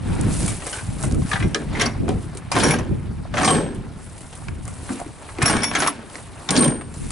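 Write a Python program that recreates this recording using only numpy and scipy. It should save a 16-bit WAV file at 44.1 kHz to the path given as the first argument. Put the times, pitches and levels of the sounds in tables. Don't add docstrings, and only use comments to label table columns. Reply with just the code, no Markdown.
import sys
import numpy as np
from scipy import signal
from scipy.fft import rfft, irfft
from scipy.io import wavfile
from scipy.ndimage import uniform_filter1d

SR = 44100
rng = np.random.default_rng(int(sys.argv[2]) if len(sys.argv) > 2 else 0)


def master_out(mix):
    frames = np.transpose(np.atleast_2d(mix))
    ceiling = np.clip(frames, -1, 1)
    pcm = np.round(ceiling * 32767).astype(np.int16)
    wavfile.write(sys.argv[1], SR, pcm)


def attenuation_scalar(level_db):
    decades = np.asarray(level_db, float) / 20
    return 10 ** decades


N = 313551

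# pitch_hz, density_db
WIND_COLOUR = [(12, -42), (20, -3), (92, 5.5), (177, -0.5), (260, -12.5), (420, -30.5), (900, -36.5),
               (1980, -120)]
# pitch_hz, density_db
RUSTLE_COLOUR = [(150, -16), (250, 5), (480, -2.5), (900, -2), (3240, -14.5), (6670, -11), (8900, -5.5),
                 (11200, -8.5)]
# start_s, hold_s, level_db, fall_db_per_s
GUSTS = [(0.08, 0.16, -20.5, 69), (0.246, 0.07, -20.5, 78), (0.434, 0.029, -20.5, 85),
         (0.91, 0.057, -27, 60), (1.079, 0.12, -18.5, 134), (1.46, 0.0097, -17, 208),
         (1.714, 0.022, -23, 52), (2.035, 0.026, -19, 46), (2.157, .02, -49, 25), (2.61, 0.018, -21.5, 57),
         (2.906, 0.018, -18.5, 130), (3.09, 0.029, -24, 65), (3.31, 0.1, -27, 60), (3.5, 0.28, -30.5, 21),
         (4.498, 0.021, -27, 24), (5.44, .01, -30, 300), (5.576, 0.007, -23, 250), (5.626, .02, -36, 35),
         (6.27, 0.023, -37, 62), (6.563, 0.28, -34, 50), (7.047, 0.018, -25.5, 52)]
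# middle_s, level_db, pitch_hz
POPS = [(0.252, -12.5, 142), (0.2912, -12.5, 145), (0.444, -17, 131), (0.781, -27, 87),
        (0.8917, -14.5, 118), (1.2096, -18, 152), (1.2247, -9.5, 132), (1.253, -14, 175),
        (1.345, -16.5, 129), (1.4006, -16, 130), (1.4738, -13, 107), (1.7097, -30, 130), (1.833, -20, 128),
        (1.962, -16, 111), (2.266, -21, 111), (2.8928, -17, 151), (2.9264, -14.5, 151), (2.988, -18.5, 98),
        (3.1, -22.5, 121), (3.198, -33, 110), (3.7075, -30, 121), (3.9127, -27, 111), (5.4353, -9, 120),
        (5.668, -30, 130)]
# start_s, hold_s, dull_db, bright_db
MOVES = [(0.09, 0.43, -36, -43.5), (0.34, 0.16, -61, -30.5), (0.687, 0.062, -36, -31.5),
         (1.018, 0.019, -36.5, -35.5), (1.297, 0.018, -36, -34.5), (1.59, 0.053, -45, -48.5),
         (1.777, 0.036, -30.5, -42.5), (2.1, 0.016, -44.5, -48), (2.21, 0.02, -47, -47.5),
         (2.347, 0.023, -45, -75), (4.03, 0.43, -57, -47.5), (4.68, 0.17, -50.5, -45),
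         (4.908, 0.043, -38, -37.5), (5.243, 0.057, -44, -44.5), (5.393, 0.53, -41.5, -48),
         (6.147, 0.024, -40.5, -41), (6.396, 0.15, -42.5, -45.5), (7.004, 0.12, -49.5, -40)]
# start_s, level_db, colour_hz
SNAPS = [(0.1515, -30, 9000), (0.2112, -18, 9650), (.2334, -31, 9500), (.43, -27, 6000), (.4628, -18, 9800),
         (0.668, -28, 8000), (1.0111, -29, 9500), (1.0273, -20, 9000), (1.052, -25, 9000),
         (1.112, -31, 6340), (1.1226, -29, 6130), (1.147, -27.5, 9800), (2.0898, -25, 9300),
         (4.0984, -40, 9600), (4.216, -36, 9000), (4.3035, -50, 9700), (4.375, -35, 9700),
         (4.654, -32, 9700), (5.0009, -28, 9500), (5.352, -42, 3000), (5.4285, -16, 8000),
         (5.568, -24, 4000), (5.8034, -15, 7000), (5.751, -18, 6000), (6.099, -39, 3520), (6.49, -20, 4500),
         (6.5068, -16, 6200), (6.7085, -32, 3500), (7.09, -32, 9800)]
# start_s, hold_s, end_boom_db, rattle_db, fall_db_per_s
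BOUTS = [
    (1.444, 0.18, -29.5, -42, 240),
    (1.744, 0.13, -24, -37, 230),
    (2.028, 0.093, -25.5, -64, 159),
    (2.555, 0.13, -17.5, -24, 79),
    (3.355, 0.029, -27, -31, 63),
    (3.391, 0.16, -17.5, -27, 78),
    (5.419, 0.12, -23.5, -26.5, 55),
    (5.733, 0.1, -28.5, -28.5, 81),
    (6.512, 0.13, -17.5, -27, 100),
]
# pitch_hz, width_hz, level_db
DOOR = [(161, 35, -1.5), (230.8, 17.4, 6), (248.7, 64, -1), (288, 22.4, 1.5), (350, 54, -7.5),
        (406, 27, -2.5), (480, 138, -4.5), (620, 430, -11.5)]
# pitch_hz, width_hz, level_db
PLATES = [(668.5, 50, 6), (735, 15, 8.5), (899, 340, 8.5), (1126, 46, 6.5), (1272, 35.4, 3),
          (1635, 340, 11.5), (1970, 280, 6), (2103, 260, 9.5), (2470, 940, -4), (3070, 300, 5.5),
          (3640, 360, -38)]
# start_s, level_db, pitch_hz, t60_s
THUDS = [(.667, -22.5, 480, 0.038), (1.55, -23, 411, 0.18), (2.088, -18, 406, 0.079),
         (2.564, -18, 333, 0.15), (2.655, -17, 484, 0.14), (2.24, -35, 298.5, 0.28), (2.35, -35, 369, 0.21),
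         (2.925, -21, 416, 0.043), (3.252, -22, 696, 0.017), (3.343, -26, 510, 0.054),
         (4.891, -22, 251.4, 0.33), (4.995, -31, 699, 0.19), (5.015, -5, 636, 0.0094),
         (5.387, -25, 340.5, 0.3), (5.06, -30.5, 301, 0.11), (5.509, -24.5, 295, 0.13),
         (5.55, -14.5, 258, 0.069), (5.82, -20, 350, 0.071), (6.494, -21, 185, 0.29),
         (6.578, -12.5, 241, 0.45), (6.672, -14.5, 152.7, 0.17)]
# start_s, level_db, pitch_hz, t60_s
CHINKS = [(1.3146, -28, 1690, .08), (1.332, -22, 1680, 0.053), (1.357, -26, 1660, 0.07),
          (1.405, -34, 1740, 0.084), (1.426, -47, 1900, 0.059), (1.426, -44, 3830, 0.11),
          (1.5465, -28, 1640, 0.15), (1.7506, -32.5, 2090, 0.36), (1.806, -24, 2110, 0.27),
          (1.73, -52, 6970, 0.24), (1.5465, -12.5, 5570, 0.0091), (.728, -32.5, 1500, 0.23),
          (.728, -36.5, 2950, .15), (.78, -39, 1500, 0.16), (1.81, -35, 10300, 0.054),
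          (2.6345, -17, 9460, 0.056), (2.7074, -26, 7600, .03), (2.7074, -23.5, 2300, .15),
          (2.787, -32, 5960, 0.035), (4.484, -35, 1696, 0.041), (3.381, -36, 7100, .06),
          (3.4316, -26, 6000, .05), (3.447, -28, 5770, 0.15), (3.447, -24.5, 2290, 0.087),
          (3.478, -27.5, 3140, 0.24), (3.455, -22, 8650, 0.15), (5.622, -27, 5300, 0.036),
          (5.754, -21, 6260, 0.052), (5.754, -20, 2070, 0.057), (5.802, -25, 6380, 0.048),
          (6.49, -19, 3560, 0.034), (6.49, -18.5, 5660, 0.016), (6.5065, -24, 8960, 0.13),
          (6.5065, -22, 5600, .03), (6.5645, -23, 4520, 0.033), (6.574, -18, 4550, 0.038),
          (6.574, -24, 9400, 0.072), (6.625, -28, 3950, 0.056), (6.645, -27, 3170, 0.07)]
# start_s, level_db, pitch_hz, t60_s
MORE_CHINKS = [(1.789, -44, 10400, 0.08), (1.8105, -26.5, 10380, 0.049), (1.8165, -27, 6950, 0.033),
               (1.819, -37, 10600, 0.046), (1.857, -34, 10500, 0.078), (1.86, -20, 4590, .04),
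               (1.861, -22.5, 5647, 0.053), (1.5468, -20.5, 8600, 0.012), (1.5468, -20.5, 3050, 0.04),
               (1.332, -30, 3870, 0.055), (2.5175, -39, 6560, .05), (2.5175, -29, 9960, .05),
               (3.355, -42, 6040, .1), (3.381, -28, 6150, 0.037), (5.4495, -29, 2700, 0.018),
               (5.4545, -24, 2600, .02), (5.497, -19, 10900, .04), (5.504, -17, 8640, .02),
               (5.755, -18, 3340, 0.028), (5.787, -34, 3470, 0.071), (5.881, -17, 1140, 0.045),
               (6.5645, -21, 5630, 0.033), (6.595, -27, 4300, 0.035)]

# start_s, level_db, tilt_db_per_octave, held_s (time until a hand or stop damps the part)
HANDLE = [(2261, -9, .25), (3510, -14, .3), (5548, 0, .3), (6433, -19, .5), (10143, -16, .3),
          (10200, -2, .4)]
HANDLE_STRIKES = [
    (5.496, -29, 2, 0.0066),
    (5.52, -39, -9, .06),
    (5.58, -40.5, -15, 0.055),
    (5.632, -22.5, -2, 0.082),
    (5.761, -42, -6, 0.019),
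    (5.787, -41, 12, 0.091),
    (5.807, -38.5, 6, 0.053),
    (5.874, -40, 14, 0.028),
    (5.914, -57, 5, 0.044),
]
SEATED = [(5548, 0, .5), (5640, -8, .1), (6433, -18, .2), (10140, 0, .9), (10260, -9, .1)]
SEATED_STRIKES = [
    (5.458, -20.5, 2.6, 0.014),
    (5.482, -24, -1, 0.0085),
    (5.873, -27.5, -0.19, 0.011),
]
HASP = [(2290, -12, .12), (5586, -5, .4), (5630, 0, .45), (6557, -7, .45), (10150, -10, .15),
        (10458, -6, .2)]
HASP_STRIKES = [
    (1.42, -52, 1, 0.11),
    (1.811, -27, 0, 0.0089),
    (1.796, -40, -10, 0.014),
    (1.863, -42, -5, 0.024),
    (1.908, -53, -1, 0.026),
    (2.635, -24, -6, 0.03),
    (2.68, -37, 8, 0.02),
    (2.709, -37, 14.5, 0.046),
    (2.786, -50, 9, 0.011),
]
ROD = [(1104, -8, .25), (8736, 0, .46), (8787, -8, .4), (9011, -10, .12), (9317, -14, .15)]
ROD_STRIKES = [
    (5.508, -36, 9, 0.03),
    (5.531, -30.5, -3, 0.11),
    (5.68, -60, 10, 0.045),
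    (6.522, -29, -3.5, 0.043),
    (6.579, -29.5, 8, 0.034),
    (6.607, -19, -0.5, 0.043),
    (6.63, -21, 0, .28),
]
CAM = [(1104, -4, .2), (3128, -13, .2), (8361, 0, .45), (8450, -6, .35), (8683, 0, .2), (9060, -12, .2)]
CAM_STRIKES = [
    (3.413, -41, 4, 0.03),
    (3.451, -32, -4, 0.026),
    (3.476, -26, -2, 0.025),
    (3.509, -23, -2.5, 0.24),
]

# start_s, crack_db, knock_db, knock_hz
ON_PLATE = [(1.3143, -21, -17.5, 1720), (1.3316, -24, -13, 1870), (1.3594, -40, -18, 1640),
            (1.402, -38, -21.5, 1680), (1.7346, -46, -40, 1840), (1.7506, -37, -26, 2120),
            (1.797, -15, -18, 2100), (1.817, -11, -13, 885), (2.0899, -32, -21, 760),
            (2.5641, -22, -9.5, 840), (2.5994, -13, -19, 1200), (3.371, -36, -13, 1650),
            (3.3809, -27, -15, 700), (3.477, -12.5, -8.5, 735), (4.3281, -33, -40, 826),
            (5.4177, -25, -11, 1760), (5.752, -15, -11, 1800), (5.8215, -14.5, -11.5, 1070),
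            (6.49, -22, -15.5, 1040)]
ON_CAM = [
    (1.5467, -14, -14.5, 1670),
    (3.3397, -31, -15, 660),
    (6.554, -15.5, -45, 964),
    (6.5645, -7.5, -17, 1870),
    (6.574, -11, -28, 1100),
]
ON_HASP = [(.73, -24, -32, 1600), (.785, -39, -27, 1450), (1.1096, -44, -33, 716),
           (1.4258, -32, -20.5, 1870), (1.8105, -31, -11, 2140), (1.857, -20, -17.5, 1250),
           (2.5167, -12, -13.5, 1120), (2.6328, -19, -13, 1230), (2.7857, -31, -23, 1330),
           (3.4315, -17, -11, 900), (3.4461, -8.5, -18.5, 2230), (5.4967, -12, -11, 1140),
           (5.6323, -19, -16.5, 2240), (5.7644, -25, -16.5, 1640)]
ON_ROD = [(2.587, -15, -22, 820), (3.4123, -31, -12.5, 705), (3.5056, -8.5, -16, 1060),
          (5.4235, -9, -25, 1140), (5.5656, -39, -15, 1150), (6.507, -6, -24, 1080),
          (6.593, -14, -43, 1130), (6.6244, -14, -37, 1030), (6.6446, -10, -38, 1110),
          (6.68, -17, -39, 1100), (6.7085, -34, -53, 694)]
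ON_HANDLE = [
    (2.7074, -9.5, -13, 2230),
    (2.7392, -17, -14, 1040),
    (5.4578, -6, -10, 1210),
    (5.4795, -7, -17, 1120),
    (5.7875, -28, -20, 700),
    (5.8022, -16, -16, 1720),
    (5.8318, -23, -20, 1080),
    (5.8637, -15, -11.5, 1120),
    (5.874, -6, -13.5, 1280),
]
ON_STOP = [
    (1.2195, -42, -27, 921),
    (2.0804, -53, -18, 700),
    (4.484, -30, -22.5, 1750),
    (5.385, -30, -18, 1160),
    (5.6424, -9.5, -11, 1970),
    (5.7136, -32, -13.5, 1140),
    (6.1548, -26, -24, 1730),
]
# start_s, crack_db, knock_db
TICKS = [(0.21, -30, -48), (0.479, -10.5, -22), (0.621, -36, -25), (0.667, -16, -24), (1.036, -12.5, -19.5),
         (1.143, -41, -32), (2.349, -29, -51), (2.372, -20, -63), (3.748, -29, -37), (4.18, -27, -53),
         (4.207, -27, -42), (4.353, -27, -56), (4.654, -41, -45), (4.6785, -23, -30.5),
         (4.8906, -40, -26.5), (5.2886, -36, -29.5), (6.811, -28, -26.5), (6.941, -26, -46),
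         (7.1054, -14.5, -28)]
TICK_KNOCK_HZ = 1080
# blows, crack_hz, t60_s, grit_db (against the colour)
STRUCK = [(ON_PLATE, 3530, 0.11, 0), (ON_CAM, 4550, 0.081, 0), (ON_HASP, 4900, 0.11, 0),
          (ON_ROD, 10100, 0.051, -0.058), (ON_HANDLE, 11400, 0.077, 0), (ON_STOP, 4400, 0.026, 0.85),
          ([(*row, TICK_KNOCK_HZ) for row in TICKS], 9300, 0.068, -3.5)]

# pitch_hz, likeness
SAME = [(60, 0.73), (220, 1), (830, 0.61), (3100, 0.38), (11500, 0.8)]
# pitch_hz, level_db
LEAN = [(60, -0.5), (2500, 1.16), (11000, 0)]
# pitch_hz, lead_rad
LEAD = [(0, -0.28), (260, 0.72), (5680, -0.28), (11700, 0.11)]


def evened(x):
    return x / np.sqrt(np.mean(x ** 2) + 1e-20)


def steady(x, s):
    return x / np.sqrt(uniform_filter1d(x ** 2, int(s * SR)) + 1e-12)


def read(points, hz):
    f, value = np.transpose(points)
    return np.interp(np.log(hz + 1), np.log(f + 1), value)


def add(mix, s, sound):
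    part = mix[..., round(s * SR):][..., :sound.shape[-1]]
    part += sound[..., :part.shape[-1]]


def band(x, lo_hz, hi_hz):
    edges = [lo_hz, min(hi_hz, SR / 2.1)]
    return signal.sosfilt(signal.butter(2, edges, "bandpass", fs=SR, output="sos"), x)


def coloured(x, colour):
    return irfft(rfft(x) * attenuation_scalar(read(colour, np.fft.rfftfreq(N, 1 / SR))), N)


def clicks(per_s, spread_db):
    size = attenuation_scalar(spread_db * np.minimum(rng.exponential(1, N), 4))
    return size * np.sign(rng.standard_normal(N)) * (rng.random(N) < per_s / SR)


def swell(s, hold, db, rise_db_s, fall_db_s, build_db_s=0):
    t = np.arange(0, N + 64, 64)[:, None] / SR
    left = s + hold
    rise = rise_db_s * np.maximum(s - t, 0)
    build = build_db_s * np.clip(left - t, 0, hold)
    fall = abs(fall_db_s) * np.maximum(t - left, 0)
    gain = np.sqrt((attenuation_scalar(db - rise - build - fall) ** 2).sum(1))
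    return np.interp(np.arange(N) / SR, t[:, 0], gain)


def patchy(x, depth_db, size):
    z = signal.stft(x, nperseg=256)[2]
    patches = uniform_filter1d(rng.standard_normal(z.shape[::-1]), size[0], 0)
    patches = uniform_filter1d(patches, size[1], 1)
    return evened(signal.istft(z * attenuation_scalar(depth_db * evened(patches).T), nperseg=256)[1][:N])


def modes(x, table):
    out = 0
    for k, (hz, width, db) in enumerate(table):
        r = np.exp(-np.pi * width / SR)
        turn = 2 * np.pi * hz / SR
        ringing = signal.lfilter([1 - r], [1, -2 * r * np.cos(turn), r * r], x)
        out = out + (-1) ** k * attenuation_scalar(db) * ringing * np.sin(turn)
    return out


def clank(t, hz, db, t60):
    turns = hz * t + rng.random(hz.shape)
    ringing = (attenuation_scalar(db - 60 * t / t60) * np.sin(2 * np.pi * turns)).sum(0)
    return ringing / np.sqrt((attenuation_scalar(db) ** 2).sum() / 2)


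def wind():
    thumps = evened(clicks(400, 2.2))
    eddies = thumps + 1.3 * rng.standard_normal(N)
    bunches = attenuation_scalar(2.5 * evened(band(rng.standard_normal(N), 3, 12)))
    s, hold, db, fall = np.transpose(GUSTS)
    lull_db = -44.5
    gust = np.hypot(swell(s, hold, db, 97, fall), attenuation_scalar(lull_db))
    flaps = attenuation_scalar(5.0) * gust ** 2 * bunches * evened(band(thumps, 168, 370))
    rumble = steady(bunches * steady(coloured(eddies, WIND_COLOUR), 0.0423), 0.36)
    return flaps + gust * rumble * attenuation_scalar(-3.5)


def pops():
    out, t = np.zeros(N), np.arange(-882, 882) / SR
    for s, db, hz in POPS:
        push = np.cos(2 * np.pi * hz * t) * np.exp(-(1.87 * (hz * t - .12)) ** 2)
        add(out, s + t[0], attenuation_scalar(db) * push)
    return out * attenuation_scalar([[.4], [-.4]])


def rustle():
    grains = coloured(evened(clicks(3000, 1.0)) + 0.68 * rng.standard_normal(N), RUSTLE_COLOUR)
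    s, hold, dull_db, bright_db = np.transpose(MOVES)
    rise_db_s, fall_db_s = 119, 86
    still_dull_db, still_bright_db = -46.5, -54
    dull = np.hypot(swell(s, hold, dull_db, rise_db_s, fall_db_s), attenuation_scalar(still_dull_db))
    bright = np.hypot(swell(s, hold, bright_db, rise_db_s, fall_db_s), attenuation_scalar(still_bright_db))
    dull = dull * patchy(band(grains, 268, 4010), 1.85, size=(8, 8))
    bright = bright * patchy(band(grains, 1720, 16130), 1.67, size=(5, 36))
    return dull + bright * attenuation_scalar(0.5)


def snaps():
    out, t = np.zeros(N), np.arange(int(0.034 * SR)) / SR
    t60_s = 0.016
    for s, db, hz in SNAPS:
        noise = rng.standard_normal(len(t))
        add(out, s, attenuation_scalar(db - 60 * t / t60_s) * evened(band(noise, 0.65 * hz, 1.87 * hz)))
    return out


def clatter():
    s, hold, boom_db, rattle_db, fall = np.transpose(BOUTS)
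    boom = swell(s, hold, boom_db, 700, fall, build_db_s=49)
    rattle = swell(s, hold, rattle_db, 700, 1.43 * fall, build_db_s=16)
    chatter = evened(clicks(1200, 3.3)) + 0.7 * rng.standard_normal(N)
    skin = steady(modes(band(chatter, 104, 680), DOOR), 0.087)
    deep = evened(band(skin, 170, 480))
    hard = np.minimum(boom / attenuation_scalar(-26.0), 1)
    door = boom * (hard * skin + (1 - hard) * deep)
    plates = evened(modes(chatter, PLATES)) + 0.54 * evened(band(chatter, 166, 3670))
    plates = rattle * patchy(steady(plates, 0.094), 2.3, size=(4, 10))
    fizz = evened(band(chatter, 3030, 6240)) + 1.33 * evened(band(chatter, 7800, 10500))
    jingle = attenuation_scalar(11.5) * rattle ** 1.707
    return door + plates + jingle * steady(fizz, 0.019)


def bumps(table, spread, rise_s):
    out, t = np.zeros(N), np.arange(int(.25 * SR)) / SR
    mode_db = np.array([[-5], [0], [-4], [-8]])
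    for s, db, hz, t60 in table:
        patch = hz * (1 + spread * np.array([[-.2], [0], [.13], [.4]]))
        add(out, s, attenuation_scalar(db) * clank(t, patch, mode_db, t60) * np.minimum(t / rise_s, 1))
    return out


def rings(part, strikes):
    out, t = np.zeros(N), np.arange(int(.4 * SR)) / SR
    onset = np.minimum(t / 0.00087, 1)
    for s, db, tilt_db, held in strikes:
        damped_db = -900 * np.maximum(t - held, 0)
        for hz, mode_db, t60 in part:
            flutter = evened(uniform_filter1d(rng.standard_normal(len(t)), 280))
            flutter_db = (1.0 + 1.4 * np.exp(-t / .06)) * flutter
            start_db = db + mode_db + tilt_db * np.log2(hz / 5000)
            level_db = start_db - 60 * t / t60 + damped_db + flutter_db
            tone = np.sqrt(2) * np.sin(2 * np.pi * (hz * t + rng.random()))
            add(out, s, attenuation_scalar(level_db) * tone * onset)
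    return out


def blow(t, crack_db, knock_db, knock_hz, crack_hz, t60, grit_db):
    plate_hz, width, plate_db = np.tile(np.transpose(PLATES), 3)[..., None]
    noise = rng.standard_normal(len(t))
    crack_hz = crack_hz * rng.uniform(.87, 1.06)
    spot, near = rng.standard_normal((2, len(width), 1))
    decay = attenuation_scalar(-60 * t / t60)
    snap = 1.5 * np.exp(-t / .0006)
    colour = evened(band(noise, 0.71 * crack_hz, 1.3 * crack_hz))
    colour = colour + 0.66 * evened(band(noise, 0.95 * crack_hz, 1.026 * crack_hz))
    grit = attenuation_scalar(grit_db) * evened(band(noise, 1670, min(2.1 * crack_hz, 10500))) + 0.55 * colour
    crack = attenuation_scalar(crack_db - 14.0) * grit * (attenuation_scalar(-60 * t / (1.16 * t60)) + snap)
    struck_db = plate_db + 2.7 * spot - 9.5 * abs(np.log2(plate_hz / knock_hz))
    knock = clank(t, plate_hz + 1.2 * width * near, struck_db, 1.6 * t60 * (1000 / plate_hz) ** 0.41)
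    knock = knock + 0.65 * decay * evened(band(noise, 490, 3060))
    return (crack + attenuation_scalar(knock_db - 7.5) * knock) * np.minimum(t / .0002, 1)


def hits():
    out, t = np.zeros(N), np.arange(int(.12 * SR)) / SR
    for rows, *answer in STRUCK:
        for s, *strength in rows:
            add(out, s, blow(t, *strength, *answer))
    return out


def ports(x):
    hz, _, z = signal.stft(x, SR, nperseg=256)
    share = np.sqrt((1 - np.clip(read(SAME, hz), 0, 1)) / 2) * 1.11
    scattered = z * share[:, None] * np.exp(2j * np.pi * rng.random(z.shape[::-1]).T)
    lean = (attenuation_scalar(read(LEAN, hz) / 2) * np.exp(.5j * read(LEAD, hz)))[:, None]
    both = np.array([(z + scattered) * lean, (z - scattered) / lean])
    return signal.istft(both, SR, nperseg=256)[1][:, :N]


def scene():
    apart = wind()
    apart = 0.52 * apart + 0.82 * band(apart, 170, 1400)
    air = wind() + pops() + np.array([[1], [-1]]) * apart
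    steel = rings(HANDLE, HANDLE_STRIKES) + rings(SEATED, SEATED_STRIKES) + rings(HASP, HASP_STRIKES)
    steel = steel + rings(ROD, ROD_STRIKES) + rings(CAM, CAM_STRIKES)
    small = bumps(THUDS, 0.94, 0.0033) + bumps(CHINKS, 0.231, 0.00027)
    near = rustle() + snaps() + clatter() + small + steel + hits()
    return air + ports(near) + ports(bumps(MORE_CHINKS, 0.17, 0.0005))


def low_pass(x):
    return signal.sosfilt(signal.butter(12, 12140, fs=SR, output="sos"), x)


def record(dry):
    limited = 0.8 * np.tanh(dry / 0.74)
    edge = signal.firwin(201, 10988, window=("kaiser", 4.0), fs=SR)
    return low_pass(signal.oaconvolve(limited, edge[None], "same"))


dry = scene()
out = record(dry)
master_out(out)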